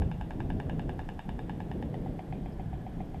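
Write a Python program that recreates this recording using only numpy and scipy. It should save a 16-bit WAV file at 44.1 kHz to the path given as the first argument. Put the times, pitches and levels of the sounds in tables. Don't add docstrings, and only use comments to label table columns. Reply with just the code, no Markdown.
import sys
import numpy as np
from scipy import signal
from scipy.fft import rfft, irfft
from scipy.io import wavfile
from scipy.ndimage import uniform_filter1d

SR = 44100
rng = np.random.default_rng(int(sys.argv[2]) if len(sys.argv) > 2 else 0)


def transcribe(signal):
    frames = np.atleast_2d(signal).T
    limited = np.clip(frames, -1, 1)
    pcm = np.round(limited * 32767).astype(np.int16)
    wavfile.write(sys.argv[1], SR, pcm)


def invert_db(x):
    u = np.asarray(x, float) / 20
    return 10 ** u


N = 141120
TIME = np.arange(N) / SR
BIN_HZ = np.arange(N // 2 + 1) * SR / N


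def colour(points, hz):
    p = np.array(points, float)
    return invert_db(np.interp(np.log(hz), np.log(p[:, 0]), p[:, 1]))


def band(gain):
    return irfft(rfft(rng.standard_normal(N)) * gain, N)


def walk(rate, length=N):
    hold = int(SR / rate)
    levels = np.repeat(rng.standard_normal(length // hold + 1), hold)
    return 1.08 * uniform_filter1d(uniform_filter1d(levels, hold), hold)[:length]


def air(points, flicker_db, rate, drift_db):
    hz = np.maximum(BIN_HZ, 1)
    shape, out, shared = colour(points, hz), 0, walk(0.94)
    for octave in np.arange(4, 14.5, .5):
        slot = np.cos(np.pi * np.clip(np.log2(hz) - octave, -.5, .5))
        shared = .8 * shared + .6 * walk(3)
        level_db = flicker_db * walk(rate) + drift_db * shared
        out = out + band(shape * slot) * invert_db(level_db)
    return out / np.std(out)


def wind():
    # frequency in Hz, level in dB per Hz.
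    rumble_colour = [(12, -25), (20, 2), (50, 2), (90, -1), (165, 1.5), (226, -6), (291, -6.5), (400, -12),
                     (560, -18), (720, -21.5), (910, -45), (1540, -120)]
    # time in seconds, level in dB, extra dB of the upper rumble.
    gusts = [(0.0, -24.5, -2.5), (0.18, -37.5, -5.5), (0.36, -35.5, 1), (0.57, -32.5, 2),
             (0.62, -37.5, 2.5), (0.67, -32, 1.5), (0.95, -35, 1.5), (1.18, -39.5, -1), (1.23, -47, -10),
             (1.271, -34, -2.5), (1.39, -33, -5), (1.62, -36, -1), (1.88, -37.5, 4.5), (1.98, -35.5, 5),
             (2.12, -36.5, 3.5), (2.26, -45, 7.5), (2.31, -36.5, 3), (2.55, -37, 1.5), (2.75, -36, -3.5),
             (2.77, -30.5, -6), (2.88, -40.5, 2.5), (3.01, -36, 1), (3.04, -40, 3), (3.2, -38, 0)]
    gust_s, gust_db, upper_db = np.array(gusts).T
    buffet_db, buffet_hz, buffet_s = -25.5, 72.4, 0.042
    split_hz = 187

    buffet = invert_db(buffet_db) * np.cos(2 * np.pi * buffet_hz * TIME) * np.exp(-TIME / buffet_s)
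    rumble = air(rumble_colour, 1.5, 14, 1.49)
    upper = irfft(rfft(rumble) / (1 + (split_hz / (BIN_HZ + 1)) ** 4), N)
    rumble = rumble + upper * (invert_db(np.interp(TIME, gust_s, upper_db)) - 1)
    fade_in = 1 - np.exp(-TIME / 0.0022)
    return rumble * invert_db(np.interp(TIME, gust_s, gust_db)) * fade_in + buffet


def land():
    # frequency in Hz, level in dB per Hz.
    land_colour = [(240, -7), (400, -6.5), (617, -6), (759, -1), (1250, -17), (1720, -15), (2630, -24.5),
                   (3330, -23.5), (3800, -32), (4940, -69), (8360, -120)]
    below = [(150, -46)]
    return air(below + list(land_colour), 0.73, 12, 0.12) * invert_db(-54.5)


def hiss():
    # frequency in Hz, level in dB per Hz.
    hiss_colour = [(2500, -5), (4000, 2), (5200, -0.5), (6200, -3.5), (9300, -4), (10600, -9), (11800, -5),
                   (13000, -13), (14800, -7)]
    return air(hiss_colour, 0.56, 5.1, 0.49) * invert_db(-72)


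def whine():
    # frequency in Hz, level in dB, share of the frame lit, centre in seconds.
    tones = [
        (11294, -76, .33, .018),
        (14045, -85, .8, .005),
    ]
    frame_hz, waver_db = 25, 1.5
    out = 0
    for hz, db, share, centre in tones:
        phase = ((TIME - centre) * frame_hz + .5) % 1 - .5
        tone = np.sin(2 * np.pi * hz * phase / frame_hz)
        lit = np.exp(-(2 * phase / share) ** 4)
        out = out + invert_db(db + waver_db * walk(31)) * tone * lit
    return out


def surroundings(leaves, high):
    # delay in ms, level in dB of the low resonances, level in dB of the high ones.
    echoes = [(6.41, -19, -18.5), (9.465, -9, -13.5), (17.54, -18.5, -23), (27.1, -28, -17.5),
              (41.4, -23.5, -42)]
    # level in dB, rise in ms, hold in ms, 60 dB decay time in seconds.
    trees = [
        (-10.5, 2.2, 3.3, 0.18),
        (-4.5, 1.3, 23, 0.23),
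    ]
    wash_db, rise_ms, hold_ms, t60 = trees[high]
    t = np.arange(len(leaves)) / SR
    rise = 1 - np.exp(-(t * 1000 / rise_ms) ** 2)
    decay = invert_db(-60 * np.maximum(t - hold_ms / 1000, 0) / t60)
    wash = leaves * rise * decay
    response = wash * invert_db(wash_db) / np.sqrt(np.sum(wash ** 2))
    for ms, *db in echoes:
        response[int(ms * SR / 1000)] += invert_db(db[high])
    return response


def bill():
    # start in seconds, peak in dB, brightness in dB.
    claps = [(0.02, -28.5, -2), (0.114, -28.5, -2), (0.211, -28, -2.5), (0.307, -28.5, -1),
             (0.403, -28, -1), (0.502, -29, 0), (0.6, -28, 0.5), (0.696, -27, -1.5), (0.794, -28.5, 0),
             (0.893, -28, -0.5), (0.992, -27, -1.5), (1.089, -28, -1), (1.192, -28, -1), (1.291, -28.5, -1),
             (1.391, -29.5, 0), (1.495, -28, -1.5), (1.603, -29, -2), (1.714, -29.5, 0), (1.825, -30, 1),
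             (1.942, -30.5, 1.5), (2.061, -32, -8), (2.192, -32, 2.5), (2.325, -31, 2),
             (2.459, -33.5, -0.5), (2.596, -32, -4.5), (2.73, -32, -7), (2.865, -33.5, -3.5),
             (3.004, -31.5, -5), (3.144, -32.5, -3.5)]
    # time in seconds, how far the head is lowered (0 to 1).
    head_course = [(0, 0), (.4, .05), (.6, .15), (1.5, .16), (1.6, .24), (1.72, .39), (1.83, .43),
                   (1.95, .73), (2.07, .9), (2.2, 1), (3.2, 1)]
    # Hz head up, Hz head down, dB up, dB down, time to peak in ms up, in ms down,
    # echo in dB up, echo in dB down.
    resonances = [(834, 752, -1, 1, 1.55, 1.95, -1.5, -1), (1625, 2050, -6, -12, 1.22, 1.2, -1.5, -4.5),
                  (1500, 1840, -56, -13, 0.36, 0.83, -7, -4), (2325, 2350, -17.5, -42, 1.3, 1.1, -4, 14),
                  (2640, 2700, -15, -42, 0.8, .6, 1.5, 13), (2380, 2380, -64, -13.5, .9, 0.99, 1, 2.5),
                  (2830, 3070, -10.5, -22.5, 0.94, 0.85, -0.5, 5),
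                  (3583, 3510, -22.5, -32, 0.87, 0.89, 4, 12), (5070, 4900, -27.5, -33, 0.81, 0.35, -7, 2),
                  (4330, 4200, -32, -35, 1.2, 0.89, -1, 0), (6900, 5900, -24.5, -42, 0.19, .14, -7, -2),
                  (9130, 7900, -30, -41, 0.55, 0.28, -10, 5), (948, 880, -18, -17.5, 1.24, 1.15, 2, 4),
                  (12000, 12000, -32, -52, .1, .1, -10, -10)]
    polarity = [-1, 1, 1, 1, -1, 1, 1, -1, -1, 1, -1, 1, -1, 1]
    build_ms = [.3, .3, .3, .7, 1, .7, 1.4, 1.4, .1, .1, .05, .05, .3, .05]
    scatter_db, detune = 1.1, 0.008
    trees_split_hz, rustle_share = 2400, 0.52
    ground_ms, ground_db = 1.3, -18

    out, t = np.zeros(N + SR), np.arange(2048) / SR
    chance = rng.standard_normal((len(claps), 2 * len(resonances)))
    still = rng.standard_normal(SR // 3)
    head_s, lowered = np.array(head_course).T
    lag = int(ground_ms * SR / 1000)
    for (start, db, bright_db), luck in zip(claps, chance):
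        head = np.interp(start, head_s, lowered)
        at = int((start - .0003) * SR)

        def mix(up, down, bend=2):
            return up + (down - up) * head ** bend

        direct, away = 0, np.zeros((2, len(t)))
        for k, (hz0, hz1, db0, db1, ms0, ms1, far_db0, far_db1) in enumerate(resonances):
            age = np.maximum(t - build_ms[k] / 1000, 0)
            u = age * 1000 / mix(ms0, ms1)
            bend = 1 if k == 1 else 2
            hz = mix(hz0, hz1, bend) * (1 + detune * luck[2 * k])
            ring = polarity[k] * u * np.exp(1 - u) * np.sin(2 * np.pi * hz * age)
            ring = ring * invert_db(db - 4.5 + mix(db0, db1) + scatter_db * luck[2 * k + 1])
            direct = direct + ring * invert_db(bright_db * (k > 0))
            away[int(hz > trees_split_hz)] += ring * invert_db(mix(far_db0, far_db1))
        moved = rng.standard_normal(len(still))
        leaves = np.sqrt(1 - rustle_share) * still + np.sqrt(rustle_share) * moved
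        echo = sum(signal.fftconvolve(a, surroundings(leaves, high)) for high, a in enumerate(away))
        out[at:at + len(t)] += direct
        out[at + lag:at + lag + len(t)] += direct * invert_db(ground_db)
        out[at:at + len(echo)] += echo
    return out[:N]


def far_calls():
    # start in seconds, length in seconds, frequency in Hz, width in Hz, level in dB.
    calls = [
        (2.512, .03, 5200, 400, -73),
        (2.5, .5, 1700, 40, -71),
        (2.5, .5, 1530, 50, -73),
    ]
    out = 0
    for start, length, centre, width, db in calls:
        tone = band(np.exp(-((BIN_HZ - centre) / width) ** 2))
        swell = np.sin(np.pi * np.clip((TIME - start) / length, 0, 1))
        out = out + invert_db(db) * tone / np.std(tone) * swell
    return out


def scene():
    return (wind() + land() + hiss() + whine() + bill() + far_calls())[None]


def band_limit(x):
    return signal.sosfilt(signal.butter(12, 15010, fs=SR, output="sos"), x)


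def record(dry):
    top_cut = signal.ellip(8, .5, 60, 14910, fs=SR, output="sos")
    mix = signal.sosfilt(top_cut, dry)
    return band_limit(mix)


dry = scene()
out = record(dry)
transcribe(out)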